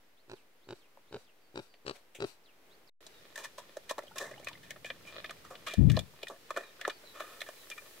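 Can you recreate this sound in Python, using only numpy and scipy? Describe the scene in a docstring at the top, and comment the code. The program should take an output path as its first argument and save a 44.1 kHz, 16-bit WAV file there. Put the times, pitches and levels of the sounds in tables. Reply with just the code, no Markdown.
"""A piglet comes to feed

A tethered piglet trots up over dry earth with six creaky grunts, each a few snaps of its vocal folds.
After a moment of silence it smacks and slurps wet feed: swarms of tiny clicks ring its mouth and a
metal pot. A small bird whistles far off in the quiet yard, and a puff of wind thumps the left microphone."""
import sys
import numpy as np
from scipy import signal
from scipy.fft import rfft, irfft
from scipy.io import wavfile
from scipy.ndimage import uniform_filter1d

SR = 44100
rng = np.random.default_rng(int(sys.argv[2]) if len(sys.argv) > 2 else 0)


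def output_pcm(signal):
    """Save a mono or channel-first signal as 16-bit PCM at the path in sys.argv[1].

    Samples are clipped to [-1, 1] before scaling.
    """
    pcm = np.clip(np.atleast_2d(signal).T, -1, 1) * 32767
    wavfile.write(sys.argv[1], SR, np.round(pcm).astype(np.int16))


N = 352800
TIME = np.arange(N) / SR
SILENCE_S = (2.897, 3.006)
LEAD_S = .015  # room for the faint swell ahead of each burst of clicks
SMACK_RISE_S, SMACK_FADE_S = 0.0011, 0.0051  # lips always part with the same quick snap

# The low, hollow resonances of the air in the pot. Each row: pitch in Hz, width in Hz, level in dB.
POT_HOLLOW = [(412, 91, -6), (559, 108, 2), (618, 73, 2)]
# Higher resonances of the pot with the snout in it. Each row: pitch in Hz, width in Hz, level in dB.
POT_MODES = [(1156, 244, 2), (1770, 147, 2), (2424, 89, 0.5), (2940, 130, -6.5), (3400, 470, -2.5),
             (3950, 130, -5)]
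# Loudness of the air and the squelching during the meal. Each row: time in seconds, relative level in dB.
MEAL_LEVEL = [(3, -59), (4.9, -60.5), (5.15, -56), (6.3, -61), (6.65, -58), (8, -58)]


def undb(db):
    """Turn decibels into a gain to multiply by."""
    return 10 ** (np.asarray(db) / 20)


def unit(x):
    """Scale a sound to an average strength (rms) of 1."""
    return x / np.sqrt(np.mean(x ** 2) + 1e-30)


def gain_curve(rows):
    """Join rows of seconds and dB into a gain for every sample."""
    return undb(np.interp(TIME, *np.transpose(rows)))


def band(x, hz, width):
    """One resonance: it lets through the sound near one pitch."""
    return signal.lfilter(*signal.iirpeak(min(hz, .45 * SR), hz / width, fs=SR), x)


def ring(x, modes):
    """Play a sound through several resonances side by side."""
    return sum(undb(db) * band(x, hz, width) for hz, width, db in modes)


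def cut(x, hz, kind, order=2):
    """Keep what lies below hz ("low") or above it ("high")."""
    return signal.sosfilt(signal.butter(order, min(hz, .45 * SR), kind, fs=SR, output="sos"), x)


def add(out, s, x):
    """Mix a stereo sound in, starting at s seconds."""
    i = max(int(s * SR), 0)
    out[:, i:i + x.shape[1]] += x[:, :N - i]


def wander(per_second):
    """A smooth random drift with a spread near 1."""
    k = int(SR / per_second)
    steps = np.repeat(rng.standard_normal(N // k + 1), k)
    return unit(uniform_filter1d(uniform_filter1d(steps, k), k)[:N])


def stereo(mid, side, split_hz):
    """Blend two sounds so left and right are alike in the bass and unrelated above split_hz."""
    side = cut(side, split_hz, "high", order=1)
    return np.array([mid + side, mid - side])


def air(spectrum, split_hz):
    """Outdoor air: shaped noise whose level wavers a little."""
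    hz, db = np.transpose(spectrum)
    colour = undb(np.interp(np.log(np.fft.rfftfreq(N, 1 / SR) + 1), np.log(hz), db))
    noise = irfft(rfft(rng.standard_normal((2, N))) * colour, N)
    return stereo(unit(noise[0]), unit(noise[1]), split_hz) * undb(.6 * wander(9))


def yard():
    """The quiet air of the yard; after the silence a hiss joins it and grows towards the end."""
    # Tone of the air before and after the silence. Each row: frequency in Hz, relative level in dB.
    walk_tone = [(30, -6.5), (140, -5.5), (250, -1), (420, 2.5), (650, -1.5), (1000, -5), (2200, -7),
                 (4200, -13), (8000, -19.5), (15000, -18)]
    meal_tone = [(30, -6.5), (150, -12), (280, -4.5), (430, 2), (620, -5), (850, -7.5), (1200, -9.5),
                 (1800, -8), (3900, -11.5), (5400, -14.5), (15000, -41)]
    # The air swells just before the silence. Each row: time in seconds, relative level in dB.
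    walk_level = [(1.4, -65), (2.5, -64.5), (2.75, -61.5), (2.9, -64)]
    # Loudness of the high hiss. Each row: time in seconds, level in dB.
    hiss_level = [(3, -66.5), (5.5, -63.5), (6.9, -64.5), (7.3, -57)]
    before = undb(-3.5) * air(walk_tone, 1000) * gain_curve(walk_level)
    after = undb(-4.0) * air(meal_tone, 750) * gain_curve(MEAL_LEVEL)
    hiss = unit(cut(rng.standard_normal((2, N)), 1500, "high", order=1)) * gain_curve(hiss_level)
    return np.where(TIME < SILENCE_S[1], before, after + hiss)


def wind(puff_s=5.772, rise_s=0.016, hold_s=0.095, fade_s=0.09):
    """Swirling air rumbles on both microphones; one strong puff hits the left and leaves a weak wake."""
    # Loudness of the light breeze. Each row: time in seconds, level in dB.
    breeze_level = [(2.5, -95), (3.1, -73), (3.9, -72), (4.35, -62), (5.7, -64), (6.6, -74.5)]
    eddies = stereo(*rng.standard_normal((2, N)), 400)
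    eddies = cut(cut(eddies, 210, "low"), 86, "high")
    puff = cut(rng.standard_normal((2, N)), 127, "low", order=3)
    puff = cut(cut(puff, 81, "high", order=3), 820, "low")
    puff /= np.sqrt(uniform_filter1d(puff ** 2, size=1100))  # the flow keeps buffeting evenly
    age = TIME - puff_s
    blow = undb(-15.5) * np.clip(age / rise_s, 0, 1)
    blow *= np.exp(-(np.maximum(age - hold_s, 0) / fade_s) ** 2)
    wake = undb(-58) * np.exp(-((age - hold_s) / 0.29) ** 2) * (age > 0)
    return unit(eddies) * gain_curve(breeze_level) + puff * (blow + wake) * undb([[0], [-38]])


def whistle(length_s, from_hz, to_hz, db):
    """A far whistle: a curved glide that quavers and comes through in patches."""
    progress = np.linspace(0, 1, int(length_s * SR))
    quaver, left, right = (unit(cut(n, 290, "low")) for n in rng.standard_normal((3, len(progress))))
    hz = from_hz * (to_hz / from_hz) ** np.sin(progress * np.pi / 2)
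    hz *= 1 + 0.033 * quaver * (0.27 + abs(np.log(to_hz / from_hz)))
    phase = 2 * np.pi * (np.cumsum(hz) / SR + rng.random((2, 1)) * 0.16)
    patches = undb(5.3 * np.array([left, right]))
    swell = np.sqrt(np.abs(np.sin(np.pi * progress)))
    return undb(db) * unit(patches * swell * np.sin(phase))


def bird():
    """A small bird whistles two-part calls, a flick up and a sweep down, and thin notes that sag."""
    # The two-part calls. Each row: start in seconds, level of the sweep in dB.
    calls = [(.163, -72), (.613, -72.5), (1.066, -72.5), (2.265, -69), (2.695, -66.5)]
    # The thin notes. Each row: start in seconds, starting pitch in Hz, level in dB.
    notes = [(1.409, 4750, -79), (1.68, 4800, -74), (3.127, 3880, -67.5), (6.62, 3950, -64.5),
             (6.9, 4750, -67), (7.041, 4140, -60), (7.56, 4130, -66)]
    out = np.zeros((2, N))
    for s, db in calls:
        add(out, s, whistle(length_s=0.064, from_hz=2950, to_hz=4500, db=db - 2.5))
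        add(out, s + .172, whistle(length_s=0.092, from_hz=5640, to_hz=2400, db=db))
    for s, hz, db in notes:
        add(out, s, whistle(length_s=.095, from_hz=hz, to_hz=.94 * hz, db=db))
    return out


def echoes(x, decay_s, db):
    """Weak echoes scatter off the ground and a stone wall, falling by 60 dB in decay_s."""
    t = np.arange(int(.4 * SR)) / SR
    tail = cut(rng.standard_normal((2, len(t))), 5000, "low", order=1)
    tail *= undb(-60 * t / decay_s) * (t > .004)
    tail /= np.sqrt(np.sum(tail ** 2, axis=1, keepdims=True))
    return undb(db) * signal.fftconvolve(x, tail, axes=1)[:, :N]


def pop(shape, t, hz, glide):
    """A small wet pocket rings as it opens: one tone that slides up by the fraction glide."""
    slide = 1 + glide * np.tanh(t / 0.008)
    return unit(shape * np.sin(2 * np.pi * (np.cumsum(hz * slide) / SR + rng.random())))


def bubbles(stirring_s=(4.05, 4.6)):
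    """Small bubbles burst in the wet feed while the snout stirs it."""
    out = np.zeros((2, N))
    t = np.arange(int(.05 * SR)) / SR
    level = gain_curve(MEAL_LEVEL)
    for when, pitch, size in rng.random(size=(20, 3)):
        s = np.interp(when, (0, 1), stirring_s)
        hz = 520 * 6 ** pitch
        shape = np.minimum(t / 0.0016, 1) * np.exp(-t * np.sqrt(hz) / 0.23)  # small bubbles die sooner
        tone = pop(shape, t, hz, glide=.15) * undb(-11.5 + 13 * size) * level[int(s * SR)]
        add(out, s, np.array([tone, tone]))
    return out


def click_burst(rise_s, fade_s, hz, middle_db, hollow_db, spray_db, modes, wet=0):
    """Tiny clicks ring a broad middle band, a hollow below and a spray above; short wet bursts pop too."""
    # The bright resonances of the spray. Each row: pitch in Hz, width in Hz, level in dB.
    spray_modes = [(3950, 650, 3), (5950, 2400, 3), (7400, 610, -9), (13000, 15000, -17)]
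    t = np.arange(int(.3 * SR)) / SR - LEAD_S
    shape = np.clip(t / rise_s, 0, 1) * np.exp(-np.maximum(t - rise_s, 0) / fade_s)
    # a faint swell of clicks leads into each burst and softens its attack
    lead_in = np.exp(-np.abs(t - rise_s) / 0.0092)
    sizes = undb(2.04 * np.minimum(rng.exponential(size=(2, len(t))), 4))
    grains = (rng.random((2, len(t))) < 6000 / SR) * sizes + 0.099
    clicks = (shape + 0.093 * lead_in) * grains * rng.standard_normal((2, len(t)))
    clicks = stereo(unit(clicks[0]), unit(clicks[1]), 5200)
    # the piglet moves, so each burst finds the resonances at a slightly new pitch and level
    chance = rng.standard_normal((len(modes), 2))
    modes = [(mode_hz * (1 + 0.008 * shift), width, db + 4 * boost)
             for (mode_hz, width, db), (shift, boost) in zip(modes, chance)]
    ringing = 0.14 * clicks + ring(clicks, modes)
    middle = band(band(ringing, hz, 1.07 * hz), hz, 1.01 * hz)
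    middle = cut(middle + 0.025 * ringing, 730, "high", order=4)
    hollow = cut(cut(ring(clicks, POT_HOLLOW), 750, "low", order=3), 274, "high", order=3)
    spray = cut(ring(clicks, spray_modes), 3300, "high", order=4)
    popping = wet * np.exp(-(fade_s / 0.0049) ** 2)
    middle = unit(middle) + popping * pop(shape, t, .96 * hz, glide=rng.uniform(0.032, 0.203))
    hollow = unit(hollow) + popping * pop(shape, t, rng.uniform(511.7, 627.7), glide=0.081)
    mix = undb(middle_db) * unit(middle) + undb(hollow_db) * unit(hollow) + undb(spray_db) * unit(spray)
    return mix * np.sqrt(np.mean(shape ** 2))


def trotters():
    """Small hooves scuff the dry earth, each with a scrape, a thud and a little grit."""
    # Each row: start, rise and fade in seconds, scrape pitch in Hz, then scrape, thud and grit in dB.
    scuffs = [(0.971, 0.0022, 0.0021, 940, -52.5, -52.5, -85),
              (1.737, 0.002, 0.0086, 2400, -56.5, -62, -78), (1.945, 0.014, 0.016, 1790, -57.5, -59, -60),
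              (2.146, 0.006, 0.021, 2780, -48.5, -57, -50)]
    out = np.zeros((2, N))
    for s, *scuff in scuffs:
        add(out, s - LEAD_S, click_burst(*scuff, modes=[(2400, 250, -22.5)]))
    return out


def vocal_folds(t, rate, snaps, slack_db, throat_hz):
    """Folds snap and flap loosely in between, giving pushes of air, clicks and an opening for breath."""
    def push(at, width_s):
        """One smooth push of air; the narrower, the sharper."""
        return np.exp(-.5 * ((t - at) / width_s) ** 2) / (width_s * SR * np.sqrt(2 * np.pi))

    flow = 0.28 * push(-.85 / rate, 0.00034)
    clicks, opening = 0, 0
    for k in range(snaps):
        is_last = k == snaps - 1
        at = k / rate + .0002 * rng.standard_normal()
        size = undb(0.34 * rng.standard_normal() - 4.0 * (k == 0))
        tight = size * undb(-7 * is_last)  # the folds slacken at the end
        flow += size * push(at - .0006, 0.00027)
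        clicks += tight * push(at + 0.00038, .000028)
        opening += tight * np.exp(-np.abs(t - at - .001) / 0.0055)
        # a loose flap falls in step with the throat's ringing; the last comes early and strong
        loose_at = at - .0006 + (2 if is_last else rng.integers(3, 6)) / throat_hz
        loose = undb(slack_db) * (1.2 if is_last else .55)
        flow += loose * push(loose_at, 0.00038)
        clicks += 0.44 * loose * push(loose_at + .0005, .00004)
    return flow, clicks, opening


def grunt(t, rate, snaps, slack_db, throat_hz, lag_ms):
    """The folds make the throat hum and the snout rasp; then air rushes out through the snout."""
    # Resonances of the throat and the snout. Each row: pitch in Hz, base width in Hz, level in dB.
    throat_modes = [(121, 50, -2.5), (321, 130, -8), (528, 82, -10), (790, 160, -6.5)]
    snout_modes = [(895, 650, 4.5), (1340, 240, -0.5), (2540, 520, 3), (3350, 800, -17), (3870, 410, 4.5),
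                   (4380, 270, -0.5), (5600, 230, -1.5), (7500, 1200, -6.5)]
    last_s = (snaps - 1) / rate
    flow, clicks, opening = vocal_folds(t, rate, snaps, slack_db, throat_hz)
    hum = band(flow, throat_hz, width=80 * undb(-.5 * slack_db)) + ring(flow, throat_modes)
    # slack tissue flutters at the throat's pitch and keeps it humming between the snaps
    swell = np.exp(-((t - 1.1 * last_s) / (0.65 * last_s)) ** 2)
    swell *= np.clip((1.46 * last_s - t) / 0.0091, 0, 1)
    waver = 1 + 0.061 * unit(cut(rng.standard_normal(len(t)), 90, "low"))
    flutter = unit(swell * np.sin(2 * np.pi * np.cumsum(throat_hz * waver) / SR))
    hum = unit(cut(unit(hum) + undb(2 * slack_db - 3) * flutter, 85, "high"))
    clicks += 0.51 * np.roll(clicks, int(rng.uniform(.0012, 0.001842) * SR))  # bounce off the ground
    breath = .018 * opening * rng.standard_normal((2, len(t)))
    snout = [(hz * (1 + 0.018 * rng.standard_normal()), width, db) for hz, width, db in snout_modes]
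    creak = stereo(clicks + breath[0], breath[1], 2200)
    # the long snout leaves deep valleys between its resonances, so each one filters twice
    rasp = sum(undb(db) * band(band(creak, hz, 1.7 * width), hz, 1.7 * width) for hz, width, db in snout)
    rasp = unit(cut(rasp + 0.034 * creak, 11000, "low"))
    rasp *= undb(-6 - slack_db)  # tight folds snap sharply, slack ones dully
    exhale = np.clip((t - last_s) / 0.033, 0, 1) * np.exp(-(np.maximum(t - last_s, 0) / 0.082) ** 2)
    rush = exhale * stereo(*rng.standard_normal((2, len(t))), 2500)
    rush = undb(-20) * unit(ring(rush, throat_modes[1:] + snout))
    pan = undb(np.array([[1], [-1]]) * lag_ms * 13.2)  # the nearer microphone hears more treble
    out = hum * pan ** .5 + (rasp + rush) * pan
    out[1] = np.roll(out[1], int(round(lag_ms * SR / 1000)))
    return out


def grunting(lead_s=.03):
    """The piglet grunts six times as it crosses in front of the microphones."""
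    # One row a grunt: first snap in seconds, snaps per second, number of snaps, relative level in dB,
    # slackness of the folds in dB, throat pitch in Hz.
    grunts = [(0.2972, 54.5, 3, -48.5, -1, 377), (0.689, 54.5, 3, -46, -0.5, 375.7),
              (1.1264, 56.5, 3, -44, 1, 404), (1.5578, 58, 3, -43, -1.6, 370.3),
              (1.865, 66, 4, -43, -6, 412), (2.204, 53.5, 3, -35.5, 2, 399.5)]
    # The piglet's path. Each row: time in seconds, delay of the right side in milliseconds.
    crossing = [(.3, -0.15), (1.87, 0.28), (2.2, 0.214)]
    out = np.zeros((2, N))
    t = np.arange(int(.22 * SR)) / SR - lead_s
    for s, rate, snaps, db, slack_db, throat_hz in grunts:
        lag_ms = np.interp(s, *np.transpose(crossing))
        add(out, s - lead_s, undb(db - 6.5) * grunt(t, rate, snaps, slack_db, throat_hz, lag_ms))
    return out


def squelching(ticks_per_s=170):
    """Small random ticks ring the pot, muffled by the wet feed."""
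    ticks = rng.random((2, N)) < ticks_per_s / SR
    ticks = ticks * undb(4 * np.minimum(rng.exponential(size=(2, N)), 3))
    ticks *= rng.choice([-1, 1], (2, N))
    ringing = ring(stereo(*ticks, 2500), POT_HOLLOW + POT_MODES)
    muffled = unit(cut(ringing, 4160, "low", order=4))
    return undb(-10.5 + 5.3 * wander(22)) * muffled * gain_curve(MEAL_LEVEL) * (TIME > SILENCE_S[1])


def chewing(span_s=(4.0, 7.9), chews_per_s=9, mouth_hz=1900):
    """Soft smacks with the mouth nearly shut, on a loose beat."""
    out = np.zeros((2, N))
    beats = np.arange(*span_s, 1 / chews_per_s)
    for beat, (late, pitch, size, depth) in zip(beats, rng.standard_normal((len(beats), 4))):
        db = -57 + 2.5 * size
        chew = click_burst(SMACK_RISE_S, SMACK_FADE_S, mouth_hz * 2 ** (.4 * pitch), middle_db=db,
                           hollow_db=db + 4 * depth, spray_db=db - 22, modes=POT_MODES, wet=3.4)
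        add(out, beat + 0.044 * late, chew)
    return out


def pot(s, narrowing=1):
    """The pot's resonances at s seconds: the lowest climbs as the snout sinks into the feed."""
    # Each row: time in seconds, the factor that multiplies the lowest pitch.
    snout_depth = [(3.4, 0.82), (4.2, 0.96), (7, 1.076)]
    factors = [np.interp(s, *np.transpose(snout_depth))] + [1] * (len(POT_MODES) - 1)
    return [(hz * factor, width * narrowing, db) for (hz, width, db), factor in zip(POT_MODES, factors)]


def slurping(open_mouth_hz=1300):
    """The snout sucks through the feed, and the pot rings more purely than in a smack."""
    # One row a slurp: start, swell and fade in seconds, mouth pitch in Hz, mouth level in dB.
    slurps = [(3.372, 0.0047, 0.04, 1470, -44), (3.43, 0.017, 0.012, 1730, -41),
              (3.577, 0.0068, 0.014, 1300, -44.5), (3.892, 0.0055, 0.0077, 1850, -35.5),
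              (3.905, 0.0066, 0.0055, 1200, -33.5), (4.156, 0.0029, 0.07, 1340, -47.5),
              (4.195, 0.013, 0.048, 1280, -41), (4.629, .003, 0.042, 2060, -56),
              (4.855, 0.0026, 0.028, 1870, -45), (5.05, 0.031, 0.03, 2170, -51),
              (5.304, 0.0055, 0.004, 1747, -39), (5.443, 0.0069, 0.02, 1710, -51.5),
              (5.503, 0.0017, 0.033, 1200, -49), (5.663, 0.008, 0.021, 1710, -35),
              (5.704, 0.0047, 0.046, 2070, -44), (5.931, 0.022, .02, 1900, -48),
              (6.296, 0.0037, 0.023, 1140, -47), (6.58, 0.001, 0.05, 1340, -46),
              (6.895, 0.0043, 0.0076, 1880, -35), (7.134, 0.025, 0.23, 1443, -51.5),
              (7.195, 0.0074, 0.019, 1330, -38.5), (7.46, 0.0039, 0.027, 1700, -49),
              (7.711, 0.0033, 0.0079, 2200, -38), (7.777, 0.0028, 0.006, 1900, -40)]
    out = np.zeros((2, N))
    for s, rise_s, fade_s, hz, db in slurps:
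        hollow_db = db - 1 - 27 * np.log2(hz / open_mouth_hz)  # a low, wide mouth wakes the hollow
        spray_db = db - 2.5 - 2.5 * (s - SILENCE_S[1])  # less spray as the meal goes on
        modes = pot(s, narrowing=0.7)
        add(out, s - LEAD_S, click_burst(rise_s, fade_s, hz, db, hollow_db, spray_db, modes, wet=0.53))
    return out


def smacking():
    """Wet lips snap apart and ring the mouth and the pot."""
    # One row a smack: start in seconds, mouth pitch in Hz, then mouth, hollow and spray levels in dB.
    smacks = [(3.065, 5950, -44.5, -52, -65), (3.357, 1656, -37.5, -52, -42),
              (3.768, 1210, -46, -32.5, -46.5), (3.981, 1017, -36, -32.5, -46),
              (3.989, 1337, -37, -43, -48.5), (4.034, 1000, -71, -45, -58),
              (4.182, 2600, -35.5, -62, -32.5), (4.310, 1498, -45, -39.5, -54),
              (4.396, 2140, -57, -45, -57), (4.445, 4350, -46, -76, -43.5),
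              (4.470, 2220, -31.5, -41.5, -50), (4.484, 2170, -37.5, -64, -43),
              (4.530, 2680, -46.5, -72, -60), (4.706, 2170, -36.5, -48.5, -41),
              (4.760, 1690, -47.5, -47.5, -70), (4.845, 2110, -37, -41.5, -51),
              (4.901, 1854, -31.5, -39.5, -59), (5.181, 1560, -47.5, -47.5, -70),
              (5.243, 2120, -34, -45, -53), (5.259, 3400, -43.5, -66, -65), (5.294, 2250, -40, -44, -56),
              (5.552, 2360, -43.5, -53, -68), (5.736, 2450, -39, -34, -39), (5.898, 2490, -32, -42, -41.5),
              (5.916, 2180, -43, -63, -41.5), (5.966, 4300, -30, -40, -44), (5.971, 1012, -33.5, -25, -48),
              (5.990, 3460, -29.5, -36, -35.5), (6.230, 3350, -35, -36.5, -43.5),
              (6.269, 1870, -38.5, -68, -56), (6.282, 3750, -39, -54, -42.5),
              (6.505, 1107, -29.5, -36, -45), (6.5628, 1487, -31, -38.5, -50),
              (6.571, 1390, -28.5, -28, -41), (6.812, 2245, -35, -47, -43.5),
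              (6.850, 1737, -25.5, -44, -52), (6.877, 994, -34, -25.5, -38.5),
              (7.405, 3520, -37.5, -64, -45), (7.415, 2246, -32, -42, -42.5), (7.487, 1010, -43, -39, -49),
              (7.700, 2770, -44, -48.5, -40.5)]
    out = np.zeros((2, N))
    for s, *smack in smacks:
        add(out, s - LEAD_S, click_burst(SMACK_RISE_S, SMACK_FADE_S, *smack, modes=pot(s), wet=0.74))
    return out


def eating():
    """All the mouth sounds together make the metal wall of the pot ring faintly."""
    # Resonances of the wall. Each row: pitch in Hz, width in Hz, relative level in dB.
    wall_modes = [(1784, 40, -16), (2410, 39, -4)]
    meal = smacking() + slurping() + squelching() + chewing()
    return meal + undb(-3.5) * ring(meal, wall_modes)


def scene():
    """The piglet close by, the yard around it."""
    near = grunting() + trotters() + eating() + bubbles()
    return near + echoes(near, decay_s=0.15, db=-20.5) + bird() + yard() + wind()


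def record(dry, top_hz=15700, offset=-.0007):
    """The sound drops out briefly, the converter adds a tiny offset and the top treble is cut steeply."""
    audible = (TIME < SILENCE_S[0]) | (TIME > SILENCE_S[1])
    gate = uniform_filter1d(1. * audible, size=100)
    treble_cut = signal.ellip(10, .2, 70, top_hz, fs=SR, output="sos")
    return signal.sosfilt(treble_cut, dry * gate + offset)


dry = scene()
out = record(dry)
output_pcm(out)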